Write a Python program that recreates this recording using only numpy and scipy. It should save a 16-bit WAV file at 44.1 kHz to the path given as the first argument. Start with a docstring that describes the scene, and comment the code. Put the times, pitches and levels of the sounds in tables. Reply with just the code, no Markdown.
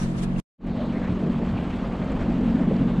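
"""A personal watercraft idles across a calm harbor, heard from the back seat.
From the start its three-cylinder engine thrums and gurgles through a wet exhaust and shakes the hull,
water washes, fizzes and drips, and a light hiss spurts over low wind. At 0.4 s the sound cuts out.
At 0.58 s it fades back in as mono, with more wash, no hiss and the exhaust outlet under water.
Small waves then slap the hull, and from 2.3 s the exhaust grows louder."""
import sys
import numpy as np
from scipy import signal
from scipy.fft import rfft, irfft
from scipy.io import wavfile
from scipy.ndimage import uniform_filter1d

SR = 44100
rng = np.random.default_rng(int(sys.argv[2]) if len(sys.argv) > 2 else 0)


def digitize_waveform(pressure):
    """Quantize a signal to 16-bit integers and store it at the path in sys.argv[1].

    Rows of a 2-D input are taken as channels; values are limited to [-1, 1].
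    """
    field = np.atleast_2d(pressure).T
    bounded = np.clip(field, -1, 1)
    quanta = np.round(bounded * 32767).astype(np.int16)
    wavfile.write(sys.argv[1], SR, quanta)


N = 132300
TIME = np.arange(N) / SR
FREQS = np.fft.rfftfreq(N, 1 / SR)
CUT_S, RETURN_S = .4005, .58


def amp(db):
    """Decibels to gain."""
    return 10 ** (np.asarray(db) / 20)


def unit(x):
    """Scales to rms 1."""
    return x / np.sqrt(np.mean(x ** 2) + 1e-20)


def curve(rows, column=1):
    """One column of a time table, at every sample."""
    rows = np.array(rows)
    return np.interp(TIME, rows[:, 0], rows[:, column])


def at_hz(rows, hz):
    """Interpolates a table on a log-frequency axis."""
    row_hz, value = np.transpose(rows)
    return np.interp(np.log(hz + 1), np.log(row_hz), value)


def resonate(x, spectrum):
    """Minimum-phase filter with this spectrum; output at rms 1."""
    log_gain = np.log(amp(at_hz(spectrum, abs(np.fft.fftfreq(N, 1 / SR)))))
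    response = np.exp(np.conj(signal.hilbert(log_gain)))[:len(FREQS)]
    return unit(irfft(rfft(x) * response, N))


def churn(spectrum, patch_db, flicker_db, correlation=None, size=512):
    """Stereo noise with random patches in time and frequency and a shared flicker."""
    hop = size // 4
    frames, hz = N // hop + 5, np.fft.rfftfreq(size, 1 / SR)
    mid_re, mid_im, side_re, side_im, patches = rng.standard_normal((5, frames, len(hz)))
    patches = uniform_filter1d(patches, size=14, axis=0)
    patches = unit(uniform_filter1d(patches, size=7, axis=1))
    flicker = unit(uniform_filter1d(rng.standard_normal(frames), size=5))[:, None]
    alike = 0 if correlation is None else at_hz(correlation, hz)
    mid = np.sqrt(1 + alike) * (mid_re + 1j * mid_im)
    side = np.sqrt(1 - alike) * (side_re + 1j * side_im)
    gain = amp(at_hz(spectrum, hz) + patch_db * patches + flicker_db * flicker)
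    bins = np.array([mid + side, mid - side]) * gain
    _, noise = signal.istft(bins.transpose(0, 2, 1), nperseg=size, noverlap=size - hop)
    return unit(noise[:, :N])


def muffler(clicks, spectrum, center_hz=200, delay_s_per_hz=.00009):
    """Rounds each click into a thud and draws it out, low notes first."""
    delay_s = delay_s_per_hz * np.clip(FREQS - center_hz, -center_hz / 2, center_hz / 2)
    phase = 2 * np.pi * np.cumsum(delay_s) * FREQS[1]
    return unit(irfft(rfft(clicks) * amp(at_hz(spectrum, FREQS)) * np.exp(-1j * phase), N))


# Each row: time in seconds, thrum level in dB, gurgle level in dB.
EXHAUST_LEVELS = [(0, -26, -35), (.4, -25.7, -34), (.65, -28.8, -35), (.95, -29, -33.5),
                  (1.3, -27.2, -30.5), (1.55, -29, -33), (1.8, -30, -35), (2.05, -29.3, -33),
                  (2.25, -28.5, -32), (2.29, -23.5, -26.5), (2.5, -23.5, -24.3), (2.62, -24.2, -26),
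                  (2.75, -23.2, -25), (2.88, -23, -26.5), (3, -23, -27)]
# Each entry: one cylinder's relative strength in dB with the outlet fully submerged.
CYLINDER_DB = [-2.2, -.6, 2.0]
# Each row: time in seconds, boost of the nearest firing in dB.
COUGHS = [(1.103, 3), (1.235, 2.5), (1.297, 2.5), (2.287, 2), (2.485, 1), (2.55, 1.5), (2.726, 4.5),
          (2.812, 1), (2.985, 3)]
# Pipe and hull, outlet submerged or clear. Each row: frequency in Hz, relative gain in dB.
PIPE_SUBMERGED = [(25, -40), (60, -28), (105, -27), (137, -11), (183, -.5), (229, -.5), (274, -11),
                  (330, -19), (450, -30), (800, -40), (2000, -53), (5000, -83), (12000, -125)]
PIPE_CLEAR = [(25, -31.5), (60, -20.5), (100, -12.5), (137, 4), (183, 6.5), (229, 1), (274, -9),
              (330, -7.5), (450, -29), (800, -51), (2000, -51), (5000, -77.5), (12000, -125)]


def exhaust_thrum(firing_count, submerged, scatter_db=.9, jitter_s=.00036):
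    """Firings thud in the pipe; under water their strength and timing turn uneven."""
    onsets = np.flatnonzero(np.diff(np.floor(firing_count)) > 0) + 1
    scatter, jitter = rng.standard_normal((len(onsets), 2)).T
    uneven = np.sqrt(submerged[onsets])
    cylinder_db = np.take(CYLINDER_DB, firing_count[onsets].astype(int), mode="wrap")
    strength_db = uneven * (cylinder_db + scatter_db * scatter)
    for time_s, boost_db in COUGHS:
        strength_db[np.argmin(abs(TIME[onsets] - time_s))] += boost_db
    onsets += (jitter_s * SR * uneven * jitter).astype(int)
    clicks = np.zeros(N)
    clicks[np.clip(onsets, 0, N - 1)] = amp(strength_db)
    thuds = submerged * muffler(clicks, PIPE_SUBMERGED) + (1 - submerged) * muffler(clicks, PIPE_CLEAR)
    return thuds * amp(curve(EXHAUST_LEVELS))


# Broad gurgle, and a narrow bubbling tone heard when its pitch briefly lifts.
# Each row: frequency in Hz (the tone's before lift_ratio), relative density in dB.
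GURGLE_SPECTRUM = [(40, -23.5), (115, -28), (150, 4.5), (200, -2.5), (260, 4), (310, -9.5), (420, -19),
                   (800, -28), (3000, -74.5), (10000, -100)]
BUBBLE_SPECTRUM = [(60, -40), (150, -16), (185, 0), (215, 0), (255, -14), (500, -36), (5000, -100)]


def exhaust_gurgle(firing_count, submerged):
    """Gas bubbles out, puffed by the strongest cylinder; the pitch lifts once, briefly."""
    puff_lag_firings, puff_width_cycles, puff_depth = .1, .12, .8
    lift_center_s, lift_half_s, lift_ratio = 2.43, .14, 1.25
    cycles = (firing_count - np.argmax(CYLINDER_DB) - puff_lag_firings) / len(CYLINDER_DB)
    from_puff = (cycles + .5) % 1 - .5
    puffs = unit(1 + puff_depth * submerged * np.exp(-(from_puff / puff_width_cycles) ** 2))
    gas = rng.standard_normal(N)
    lift = np.exp(-((TIME - lift_center_s) / lift_half_s) ** 2)
    lifted = resonate(gas, np.multiply(BUBBLE_SPECTRUM, [lift_ratio, 1]))
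    bubbling = (1 - lift) * resonate(gas, GURGLE_SPECTRUM) + lift * lifted
    return bubbling * puffs * amp(curve(EXHAUST_LEVELS, column=2))


# Each row: time in seconds, level in dB.
HUM_LEVEL = [(0, -46), (.4, -44), (.7, -42), (1.6, -38), (2.2, -35.5), (3, -36)]


def hull_hum(firing_count):
    """The hull shakes at the firing rate."""
    return amp(curve(HUM_LEVEL)) * unit(np.sin(2 * np.pi * firing_count))


# Each row: time in seconds, firings per second.
FIRING_RATE = [(0, 45.55), (.15, 45.7), (.4, 45.7), (.6, 45.9), (.9, 46.15), (1.12, 45.25), (1.35, 46.0),
               (1.55, 45.25), (1.75, 45.75), (2.1, 45.95), (2.25, 45.1), (2.36, 45.7), (2.48, 45.0),
               (2.65, 45.75), (3, 45.4)]
# Each row: time in seconds, outlet submersion from 0 to 1.
SUBMERSION = [(0, .12), (.4, .12), (.6, .95), (2.55, .95), (2.75, .6), (3, .5)]


def engine():
    """One crank times the thrum, gurgle and hum; its phase jumps as the sound returns."""
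    offset_firings = np.where(TIME < RETURN_S, .1, -.465)
    firing_count = np.cumsum(curve(FIRING_RATE)) / SR + offset_firings
    submerged = curve(SUBMERSION)
    exhaust = exhaust_thrum(firing_count, submerged) + exhaust_gurgle(firing_count, submerged)
    return exhaust + hull_hum(firing_count)


# Each row: time in seconds, wash level in dB, fizz level in dB.
WATER_LEVELS = [(0, -36, -47), (.12, -36.5, -48.5), (.4, -36, -46.5), (.62, -33, -45.5), (.73, -34, -47.5),
                (.81, -31.5, -43.5), (.94, -32.5, -42.5), (1.11, -30.5, -42), (1.25, -33, -42.5),
                (1.6, -33.5, -41), (1.77, -33, -40.5), (1.92, -31, -42), (2.15, -29, -40.5),
                (2.48, -31.5, -40.5), (2.76, -30, -42), (3, -31, -41)]
# Each row: frequency in Hz, relative density in dB.
WASH_SPECTRUM = [(20, -3.5), (45, 3.5), (70, 6), (110, 3.5), (300, 5), (380, -0.5), (480, 0.5), (620, -2),
                 (900, -10), (1400, -20), (2500, -34), (5000, -75.5), (12000, -87)]
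FIZZ_SPECTRUM = [(200, 2), (600, -14), (1100, 4.5), (1800, -2.5), (3000, -7), (4200, -15), (5500, -25),
                 (7800, -26.5), (10000, -41.5), (12000, -40.5), (14500, -54), (16000, -78)]
# Each row: frequency in Hz, left-right correlation.
WATER_CORRELATION = [(60, 1), (130, 0.79), (300, 0.9), (630, 0.74), (1300, -.2), (3000, 0.22), (6600, 0.12)]


def bow_wave():
    """The bow wave washes along the hull and its foam fizzes."""
    wash = churn(WASH_SPECTRUM, patch_db=.5, flicker_db=1, correlation=WATER_CORRELATION, size=1024)
    fizz = churn(FIZZ_SPECTRUM, patch_db=1.38, flicker_db=1.23, correlation=WATER_CORRELATION)
    return wash * amp(curve(WATER_LEVELS)) + fizz * amp(curve(WATER_LEVELS, column=2))


def droplets(rate_per_s=700, level_db=-47, pitches=36, decay_cycles=1.15, tilt_db_per_octave=-6.5):
    """Droplets and small bubbles ping with rising pitch, following the level of the fizz."""
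    t, out = np.arange(0, .03, 1 / SR), np.zeros((2, N))
    for hz in np.geomspace(700, 9000, pitches):
        envelope = np.exp(-t * hz / decay_cycles) * (1 - np.exp(-t * hz))
        ping = np.sin(2 * np.pi * hz * t * (1 + 4 * t)) * envelope
        strength_db = np.minimum(rng.exponential(1, N), 4.5)
        hits = rng.random(N) < rate_per_s / pitches / SR
        pings = signal.oaconvolve(amp(strength_db) * hits, ping)[:N]
        pan = rng.uniform(-.3, .3)
        out += np.outer([1 + pan, 1 - pan], pings) * amp(tilt_db_per_octave * np.log2(hz))
    foam = amp(curve(WATER_LEVELS, column=2))
    return amp(level_db) * unit(out) * unit(foam)


# Each row: time in seconds, level in dB.
HISS_LEVEL = [(0, -39), (.03, -38.5), (.085, -47), (.15, -51), (.19, -38), (.21, -47), (.238, -34.5),
              (.266, -57), (.36, -57.5), (.4, -38)]
# Each row: frequency in Hz, relative density in dB.
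HISS_SPECTRUM = [(150, 12), (700, 5.5), (1500, 1.5), (2300, -2), (3000, -3), (4700, -5), (6000, -8),
                 (7500, -6.5), (10000, -10.5), (11500, -25), (14500, -27.5), (16000, -29)]


def hiss():
    """A wide hiss in short spurts, at the opening only."""
    noise = churn(HISS_SPECTRUM, patch_db=1.5, flicker_db=-.5)
    return noise * amp(curve(HISS_LEVEL)) * (TIME < RETURN_S)


def whistle(pitch_hz=5900, width_hz=340, level_db=-48.5, fade_s=.049):
    """A narrow band of noise whistles with the first spurt of hiss."""
    band = np.exp(-.5 * ((FREQS - pitch_hz) / width_hz) ** 2)
    noise = unit(irfft(rfft(rng.standard_normal((2, N))) * band, N))
    return noise * amp(level_db) * np.exp(-(TIME / fade_s) ** 2)


# Each row: time in seconds, mid level in dB.
WIND_LEVEL = [(0, -36), (.2, -36), (.33, -34), (.39, -28), (.6, -38.5), (3, -40)]
# Each row: frequency in Hz, relative density in dB.
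WIND_SPECTRUM = [(3, -20), (16, -9), (30, 0), (44, -9), (90, -10), (150, -26), (500, -58), (5000, -105)]


def wind(side_gain=.386):
    """Wind rumbles low, with one gust just before the cut."""
    mid, side = (resonate(noise, WIND_SPECTRUM) for noise in rng.standard_normal((2, N)))
    return (mid + side_gain * np.array([side, -side])) * amp(curve(WIND_LEVEL))


# Each row: start in seconds, level in dB, pitch in Hz, decay in seconds.
PLIPS = [(.363, -38.5, 2730, 0.0033), (0.672, -53, 6500, 0.00057), (2.12, -47, 7300, .001),
         (2.766, -42, 4620, 0.0011), (2.813, -52, 8590, 0.00056)]


def plips():
    """Single near drops ring briefly."""
    out = np.zeros(N)
    for start_s, db, hz, decay_s in PLIPS:
        t = np.maximum(TIME - start_s, 0)
        out += amp(db) * np.exp(-t / decay_s) * np.sin(2 * np.pi * hz * t)
    return out


# Each row: center in seconds, level in dB, pitch in Hz, half length in seconds, relative bandwidth.
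SLAPS = [(0.803, -42, 633, 0.0067, 0.23), (0.819, -33, 600, 0.026, 0.1), (0.823, -58.5, 3860, 0.12, .15),
         (0.962, -46.5, 1970, 0.021, 0.18), (1.051, -44, 1830, 0.028, 0.17), (1.114, -27, 106, 0.025, 0.47),
         (1.249, -35.5, 370, 0.085, 0.16), (1.414, -34, 424, 0.021, 0.39), (1.547, -25.5, 119, 0.022, 0.28),
         (1.578, -46, 2550, 0.013, .1), (1.603, -37, 69, 0.21, 0.13), (1.95, -36, 680, 0.0093, 0.32),
         (2.107, -32, 110, 0.023, 0.9), (2.636, -39, 920, 0.0033, 0.39), (2.715, -24, 370, 0.0056, 0.34)]


def wave_slaps():
    """Each small wave strikes the hull with a short swell of noise, hollow or broad."""
    out = np.zeros(N)
    for center_s, db, hz, half_s, width in SLAPS:
        band = np.exp(-.5 * (np.log((FREQS + 1) / hz) / width) ** 2)
        body = unit(irfft(rfft(rng.standard_normal(N)) * band, N))
        out += amp(db) * body * np.exp(-.5 * ((TIME - center_s) / half_s) ** 2)
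    return out


def scene():
    """Engine in the middle, water and air around it."""
    return engine() + bow_wave() + droplets() + plips() + wave_slaps() + hiss() + whistle() + wind()


def record(dry, drop_db=-15, decay_db_per_s=-1500, fade_in_s=.1, lowpass_hz=15100):
    """The stereo sound cuts out and fades back in as mono, low-passed throughout."""
    tail = amp(drop_db + decay_db_per_s * np.maximum(TIME - CUT_S, 0))
    cut = np.where(TIME < CUT_S, 1, tail)
    fade_in = np.clip((TIME - RETURN_S) / fade_in_s, 0, 1) ** 1.66
    lowpass = signal.firwin(511, lowpass_hz, window=("kaiser", 9), fs=SR)
    return signal.oaconvolve(dry * cut + dry.mean(0) * fade_in, lowpass[None], "same", axes=1)


dry = scene()
out = record(dry)
digitize_waveform(out)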